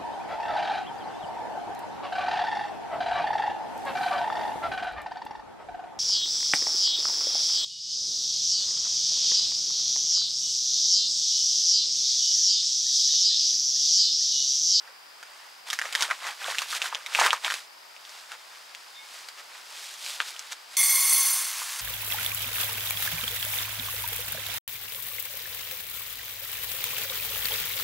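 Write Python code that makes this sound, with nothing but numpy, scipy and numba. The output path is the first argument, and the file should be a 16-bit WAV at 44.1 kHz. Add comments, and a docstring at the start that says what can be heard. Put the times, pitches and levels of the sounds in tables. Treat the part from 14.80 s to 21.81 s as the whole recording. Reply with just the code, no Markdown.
"""A stiff plastic bag is drawn from a card box outdoors at night, close to a camp table, and a second pack is turned.
Creases snap as short swinging tones with a crack and a short echo; the film rustles as many tiny creases plus hiss.
Then dry rice streams into a metal pot: random hits ring its modes until the bottom is covered, then only patter.
One low knock, made like the snaps, falls during the pour. Behind lie a soft night hiss, an insect chorus of
shimmering narrow noise and one faint two-tone squeak."""
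import sys
import numpy as np
from scipy import signal
from scipy.fft import rfft, irfft
from scipy.io import wavfile
from numba import njit

SR = 44100
rng = np.random.default_rng(int(sys.argv[2]) if len(sys.argv) > 2 else 0)


def volts(x):
    """Linear amplitude factor 10**(x/20) for a level x in dB, scalar or array-like."""
    e = np.asarray(x, float) / 20
    return 10 ** e


def file_out(sig):
    """Save sig as 16-bit WAV at sys.argv[1]."""
    # one column per channel
    cols = np.atleast_2d(sig).T
    # limit, then scale
    lim = np.clip(cols, -1, 1)
    pcm = np.round(lim * 32767).astype(np.int16)
    wavfile.write(sys.argv[1], SR, pcm)


N = 309096  # length in samples
POUR_S = 5.968  # the rice starts and the hands stop
LEFT_RIGHT = np.array([[1], [-1]])  # adds a side signal to the left and takes it from the right


def unit(x):
    """Scale a sound to an rms of 1."""
    return x / np.sqrt(np.mean(x ** 2))


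def columns(rows):
    """Turn each column after the time column into a curve over all samples."""
    s, *values = np.transpose(rows)
    return [np.interp(np.arange(N) / SR, s, v) for v in values]


def colour(x, points):
    """Filter by (Hz, dB) points with a causal response made from the cepstrum."""
    hz, db = np.transpose(points)
    bin_hz = np.arange(513) * SR / 1024
    log_gain = np.interp(np.log(bin_hz + 1), np.log(hz), db) * np.log(10) / 20
    cepstrum = irfft(log_gain)
    # folding the second half onto the first makes the response start at once
    cepstrum[1:512] *= 2
    cepstrum[513:] = 0
    response = irfft(np.exp(rfft(cepstrum)))
    return signal.fftconvolve(x, response)[:N]


def band(x, lo_hz, hi_hz, order=2):
    """Keep only the sound between two frequencies."""
    return signal.sosfilt(signal.butter(order, [lo_hz, hi_hz], "band", fs=SR, output="sos"), x)


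def ring(x, hz, width_hz):
    """One mode of a ringing body, gain 1 at its centre; a narrow mode rings longer."""
    r = np.exp(-np.pi * width_hz / SR)
    feedback = [1, -2 * r * np.cos(2 * np.pi * hz / SR), r * r]
    return signal.lfilter([(1 - r * r) / 2, 0, (r * r - 1) / 2], feedback, x)


def ticks(per_s, spread_db):
    """Random impacts; most are small, a few large."""
    hit = rng.random(N) < per_s / SR
    return hit * rng.standard_normal(N) * volts(spread_db * rng.exponential(size=N))


def burst(at, db, decay_s, lo_hz, hi_hz):
    """Noise that starts at once and dies away."""
    gate = np.zeros(N)
    gate[at] = volts(db)
    envelope = signal.lfilter([1], [1, -np.exp(-1 / (decay_s * SR))], gate)
    return envelope * unit(band(rng.standard_normal(N), lo_hz, hi_hz))


@njit
def grains(at, hz, cycles, size, count, sr):
    """Each grain is a sine that dies within a few cycles."""
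    out = np.zeros(count)
    for k in range(len(at)):
        z = size[k] + 0j
        turn = np.exp((2j * np.pi - 1 / cycles[k]) * hz[k] / sr)
        end = min(count, at[k] + int(6 * cycles[k] * sr / hz[k]))
        for i in range(at[k], end):
            out[i] += z.imag
            z *= turn
    return out


def squeak():
    """Rubbing makes two faint tones whose pitch climbs as it speeds up, and wavers."""
    # the two tones: top_s, spread_s (ends lie two spreads from the top), pitch_hz, level_db (peak)
    squeak_tones = [(4.174, 0.045, 3650, -46), (4.2, .04, 2190, -48)]
    t = np.arange(N) / SR
    out = np.zeros(N)
    for top_s, spread_s, tone_hz, tone_db in squeak_tones:
        u = np.clip((t - top_s) / spread_s, -2, 2)
        waver = 0.02 * unit(band(rng.standard_normal(N), 7.9, 120, order=1))
        bend = 1 - 0.033 * np.minimum(u, 0) ** 2 + waver
        # it swells faster than it fades
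        level = volts(tone_db - 10 * u ** 2 * np.where(u < 0, 2, .5)) * (abs(u) < 2)
        out += level * np.sin(2 * np.pi * tone_hz * np.cumsum(bend) / SR)
    return out


def night():
    """Wide soft noise, an insect chorus of narrow noise that shimmers, and one faint squeak."""
    # colour of the night hiss: pitch_hz, relative level_db
    night_colour = [(100, -36), (250, -24), (900, -5.5), (2100, -10.5), (3500, -14.5), (6000, -21.5),
                    (15500, -24.5)]
    # insect chorus, one row: low_hz, high_hz, level_db (of its middle part)
    insect_band = (4540, 5250, -57)
    hiss_db, left_share = -53.5, 0.18  # the share makes the hiss lean left
    mid, side = (unit(colour(rng.standard_normal(N), night_colour)) for _ in range(2))
    lo_hz, hi_hz, insect_db = insect_band
    shimmer = volts(1.4 * unit(band(rng.standard_normal(N), 7.4, 80, order=1)))
    chorus, chorus_side = (unit(shimmer * band(rng.standard_normal(N), lo_hz, hi_hz)) * volts(insect_db)
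                           for _ in range(2))
    middle = volts(hiss_db) * mid + chorus + squeak()
    wide = volts(hiss_db) * band(side + left_share * mid, 150, 11800) + 0.39 * chorus_side
    return middle + wide * LEFT_RIGHT


def pouring():
    """The pot rings until rice covers its bottom; the patter grows as the bed heaps up."""
    ring_db, muffle_db = -20.5, 22  # bare pot; loss once covered
    covered_s, covering_s = 6.66, 0.079  # when the bottom is half covered; how gradually
    patter_db, first_db, heap_s = -34.5, -36, 0.11  # on a full bed; start relative to that; heaping time
    bare_db = 0.5  # extra patter while grains skip on metal
    t = np.arange(N) / SR
    before_db = np.where(t < POUR_S, -100, 0)
    covered = (1 + np.tanh((t - covered_s) / covering_s / 2)) / 2
    heap_db = first_db * np.exp(-np.maximum(t - POUR_S, 0) / heap_s)
    pot_db = ring_db - muffle_db * covered + before_db
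    return pot_db, patter_db + heap_db + bare_db * (1 - covered) + before_db


def rice():
    """Grains land at scattered spots, so each mode of the pot gets its own push; the growing bed only patters."""
    # modes of the metal pot, many in close pairs: pitch_hz
    pot_pitches = [810, 1090, 2135, 3430, 4346, 4480, 5050, 5540, 5980, 6135, 6288, 7132, 8442, 8522, 8693,
                   9332, 9714, 10154, 10584, 11104, 11902, 11947, 13320, 13861, 14120, 15600]
    # the same modes in the same order: width_hz, relative level_db
    pot_modes = [(68, -30.5), (48, -18.5), (64, -12.5), (90, -18), (45, -13), (70.6, -16), (90, -18),
                 (50, -17), (50, -11.5), (40, -8), (45, -12.5), (54.7, -10), (35, -4.5), (35, -15),
                 (25, -8.5), (30, -8), (30, -13), (32, -3), (28, -16), (50, -9), (30, -6), (25, -11),
                 (90, -16), (22, -14), (84.5, -16.5), (70, -14.5)]
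    # colour of rice falling on rice: pitch_hz, relative level_db
    bed_colour = [(450, -1.5), (1100, 15), (2000, 15), (6000, 15), (9000, 12), (15500, 3)]
    ring_db, bed_db = pouring()
    hits = np.abs(ticks(9000, 0.9))
    # the first layer of rice damps the modes of the bottom, near 2.5 kHz, soonest
    damp_db = 16 * np.clip(np.arange(N) / SR - POUR_S - .3, -.3, .3)
    modes = []
    for hz, (width_hz, mode_db) in zip(pot_pitches, pot_modes):
        nearness = np.exp(-np.log(hz / 2500) ** 2 / 0.18)
        push = hits * rng.standard_normal(N)
        modes.append(volts(mode_db - damp_db * nearness) * ring(push, hz, width_hz))
    modes = np.array(modes)
    pot = modes.sum(axis=0)
    # each mode leans left or right at random
    pot_side = np.sum(modes * np.sign(rng.standard_normal((len(modes), 1))), axis=0)
    bed, bed_side = (unit(colour(ticks(6000, 1.0), bed_colour)) for _ in range(2))
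    ringing = volts(ring_db) / np.std(pot) * (pot + 0.073 * pot_side * LEFT_RIGHT)
    return ringing + volts(bed_db) * (bed + 0.019 * bed_side * LEFT_RIGHT)


def handling():
    """Each movement speeds up and slows down like a bell; creasing and hiss follow it over the steady grip."""
    # hand movements: top_speed_s, length_s, crease_db, hiss_db (relative to creasing)
    movements = [(0.072, 0.47, -53.5, -9), (0.595, 1, -53.5, -1), (0.886, 0.079, -42, -0.5),
                 (0.939, 0.11, -43.5, 3), (1.068, 0.21, -40, -4.5), (1.16, 0.12, -39.5, 0),
                 (1.23, 0.18, -33, -1), (1.32, 0.17, -40, -5.5), (1.478, 0.21, -35.5, -4.5),
                 (1.626, 0.12, -41.5, -0.5), (1.698, 0.21, -35, -1.2), (1.81, 0.24, -40, 1.5),
                 (1.92, 0.16, -40.5, 5.5), (1.964, 0.088, -35, 2), (2.051, 0.17, -35.5, 0),
                 (2.152, 0.35, -44, -5), (2.287, 0.17, -47, -2.5), (2.39, 0.23, -31.5, -1.5),
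                 (2.447, 0.18, -24.5, -4.5), (2.53, 0.2, -35.5, -5), (2.661, 0.082, -32, -4),
                 (2.722, 0.38, -40.5, 2), (3.365, 0.37, -51.5, 2.5), (3.528, 0.13, -43.5, -5.5),
                 (3.756, 0.23, -52.5, -3), (4.371, 0.4, -48.5, 3), (4.596, 0.087, -43.5, -3.5),
                 (4.764, 0.26, -47, -3.5), (5.04, 0.59, -48, 6), (5.3, 0.39, -45, 8.5),
                 (5.415, 0.06, -38, -2), (5.483, 0.19, -46, 6.5), (5.725, 0.059, -40, 3),
                 (5.941, 0.13, -48.5, 4.5)]
    # film held in the fingers is never quite still: time_s, crease_db
    grip_levels = [(.84, -64), (.9, -47), (2.75, -56.5), (2.9, -61.5), (3.3, -55), (4.8, -54), (5.65, -48),
                   (5.8, -55.5)]
    grip_hiss_db = 1.5  # relative to creasing
    edge_db, rise_share = 33, 0.54  # drop at a movement's ends; share of its length spent speeding up
    t = np.arange(N) / SR
    grip = volts(columns(grip_levels)[0]) ** 2
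    crease, hiss = grip, grip * volts(grip_hiss_db) ** 2
    for top_s, length_s, db, hiss_db in movements:
        u = (t - top_s) / (length_s * np.where(t < top_s, rise_share, 1 - rise_share))
        power = volts(db - edge_db * np.minimum(u ** 2, 10)) ** 2
        crease = crease + power
        hiss = hiss + power * volts(hiss_db) ** 2
    stop_db = np.where(t < POUR_S, 0, -60)
    return 10 * np.log10(crease) + stop_db, 10 * np.log10(hiss) + stop_db


def rustle():
    """Bending film makes many small creases of scattered pitch and place; sliding film makes a fine hiss."""
    # colour of film sliding on skin: pitch_hz, relative level_db
    film_colour = [(1500, -7.5), (3600, 4.5), (8000, -1), (15500, -19)]
    crease_db, hiss_db = handling()
    chance = rng.random((int(2500 * N / SR), 5))
    spread = rng.standard_normal(len(chance))
    at = (chance[:, 0] * N).astype(np.int64)
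    # light, hissy handling bends smaller creases, which ring higher
    hz = np.minimum(2300 * np.exp(.45 * spread + .035 * (hiss_db - crease_db)[at]), 9000)
    # hard creasing mixes a few large folds among the small; gentle handling stays even
    coarse_db = np.clip(4.0 + 0.23 * (crease_db + 35.0), 1.2, 2.6)
    size = volts(-coarse_db[at] * np.log(chance[:, 1])) * np.sign(chance[:, 2] - .5)
    cycles = 1.5 + 2.5 * chance[:, 3]
    place = 0.28 * (chance[:, 4] - .5)
    mid = grains(at, hz, cycles, size, N, SR)
    side = grains(at, hz, cycles, size * place, N, SR)
    creases = volts(crease_db) * (mid + side * LEFT_RIGHT) / np.std(mid)
    hiss, hiss_side = (unit(colour(ticks(9000, 0.6 * coarse_db), film_colour)) for _ in range(2))
    # smooth sliding, with little creasing, is brighter
    hiss = hiss + volts(hiss_db - crease_db - 13.5) * band(hiss, 8700, 16800)
    return creases + volts(hiss_db) * (hiss + 0.036 * hiss_side * LEFT_RIGHT)


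def snaps_and_knock():
    """A crease buckles: its panel swings, the fold cracks and neighbours chatter; a low knock is made alike."""
    # creases that snap, and last one low knock during the pour:
    # start_s, level_db (before the trims below), pitch_hz, crack_db (relative to level_db)
    snap_rows = [(0.076, -33, 1820, -24), (0.4284, -30.5, 1250, -6), (0.902, -15.5, 3080, -9.5),
                 (0.9305, -14, 1800, -6), (0.989, -15.5, 1780, -9.5), (1.015, -12, 1870, -17.5),
                 (1.055, -18, 2170, -19), (1.126, -23.5, 2210, -2.5), (1.151, -11, 1920, -8.5),
                 (1.208, -22.5, 3070, 1), (1.223, -19.5, 1470, 5.5), (1.3022, -17, 1460, -19),
                 (1.3106, -9, 1960, -23), (1.3124, -11, 1300, -31), (1.468, -18, 1530, -11),
                 (1.682, -19.5, 650, -39), (1.747, -17, 1710, -15), (1.784, -8, 2510, -15),
                 (1.7905, -23, 4760, -18), (1.819, -23, 2500, -4), (1.928, -20.5, 1310, -12),
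                 (2.018, -10, 2720, -18), (2.058, -17, 1680, -18), (2.126, -18.5, 990, -31),
                 (2.148, -10.5, 3220, -26), (2.2623, -14.5, 2200, -16), (2.349, -3, 2500, -24.5),
                 (2.389, -9, 866, -19), (2.398, -18, 2410, 2), (2.413, -8.5, 830, -21),
                 (2.462, -6.5, 1180, -9.5), (2.478, -18, 1120, -40), (2.5064, -2, 3000, -71),
                 (2.53, -7, 1040, -12.5), (2.647, -7.5, 3360, -37), (2.68, -15, 1490, -20),
                 (2.702, -11.5, 1830, -20), (2.709, -13.5, 1670, -15), (2.721, -15.5, 1490, -17),
                 (2.74, -16, 1940, -7.5), (3.1645, -31, 2560, -25), (3.251, -26, 3380, -29),
                 (3.2935, -30, 6500, -12), (3.518, -30.5, 1190, -3), (3.949, -24.5, 2700, -15),
                 (4.486, -29.5, 4400, -0.5), (4.575, -40, 1700, -7), (5.14, -26, 5500, -15),
                 (5.263, -18.5, 2500, -14), (5.4024, -9, 1530, -55), (5.4027, -8.5, 3080, -58),
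                 (5.564, -24.5, 3000, -20), (5.5933, -18.5, 7100, -13), (5.722, -23.5, 7000, -7.5),
                 (6.818, -22, 1080, -40)]
    s, db, hz, crack_db = np.transpose(snap_rows)
    at = (s * SR).astype(np.int64)
    # a slow decay minus a fast one: the swing builds up over its first cycle
    size = volts(db + 7.5)
    slow = 0.97 * grains(at, hz, np.full(len(s), 1.11), size, N, SR)
    fast = 1.155 * grains(at, hz, np.full(len(s), 0.42), size, N, SR)
    # five small grains follow each start within 2 ms, at rising pitches and falling levels
    chance = rng.random((len(s), 5, 2))
    late = (at[:, None] + .002 * SR * chance[..., 0] ** 2).astype(np.int64).ravel()
    near_hz = (hz[:, None] * (1.1 + .4 * (np.arange(5) + chance[..., 1]))).ravel()
    near_size = np.repeat(volts(db - 2.0 + 0.36 * crack_db), 5) * np.tile(volts(-1.3 * np.arange(5)), len(s))
    chatter = grains(late, np.minimum(near_hz, 6500), np.full(len(late), 1.8), near_size, N, SR)
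    crack = burst(at, db + crack_db + 0.5, 0.0029, 1180, 6670)
    return slow - fast + chatter + crack


def surroundings(x):
    """One echo, strong while the bag is in the box, then a short scatter from things around, unlike left and right."""
    echo_s, box_echo_db, open_echo_db, leaves_box_s = .0057, -4, -13, 2.485
    tail_db, tail_t60_s = -8, .06  # t60 is the time to fall by 60 dB
    t = np.arange(int(.15 * SR)) / SR
    scatter = rng.standard_normal((2, len(t))) * volts(-60 * t / tail_t60_s) * (t > .002)
    scatter = scatter[0] + 0.5 * scatter[1] * LEFT_RIGHT
    scatter *= volts(tail_db) / np.sqrt(np.sum(scatter[0] ** 2))
    echo_db = np.where(np.arange(N) < leaves_box_s * SR, box_echo_db, open_echo_db)
    echo = np.roll(x, int(echo_s * SR)) * volts(echo_db)
    return x + echo + np.array([signal.fftconvolve(x, h)[:N] for h in scatter])


def scene():
    """All near sounds lose their bass, as small thin sheets and grains radiate almost none; the night is added."""
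    # treble leans to the right while the bag is drawn out: time_s, share
    right_lean = [(2.6, 0.11), (3.2, 0.026)]
    hands_and_knock = surroundings(snaps_and_knock()) + rustle()
    treble = band(hands_and_knock.mean(axis=0), 3900, 15000, order=1) * columns(right_lean)[0]
    near = hands_and_knock - treble * LEFT_RIGHT + rice()
    thin = signal.sosfilt(signal.butter(3, 560, "high", fs=SR, output="sos"), near)
    return thin + night()


def roll_off(x):
    """The treble ends steeply here."""
    return signal.sosfilt(signal.butter(12, 16680, fs=SR, output="sos"), x)


def record(dry):
    """A steep low-pass filter cuts the top off sharply at 15680 Hz."""
    mix = signal.sosfilt(signal.ellip(10, .2, 70, 15680, fs=SR, output="sos"), dry)
    return roll_off(mix)


dry = scene()
out = record(dry)
file_out(out)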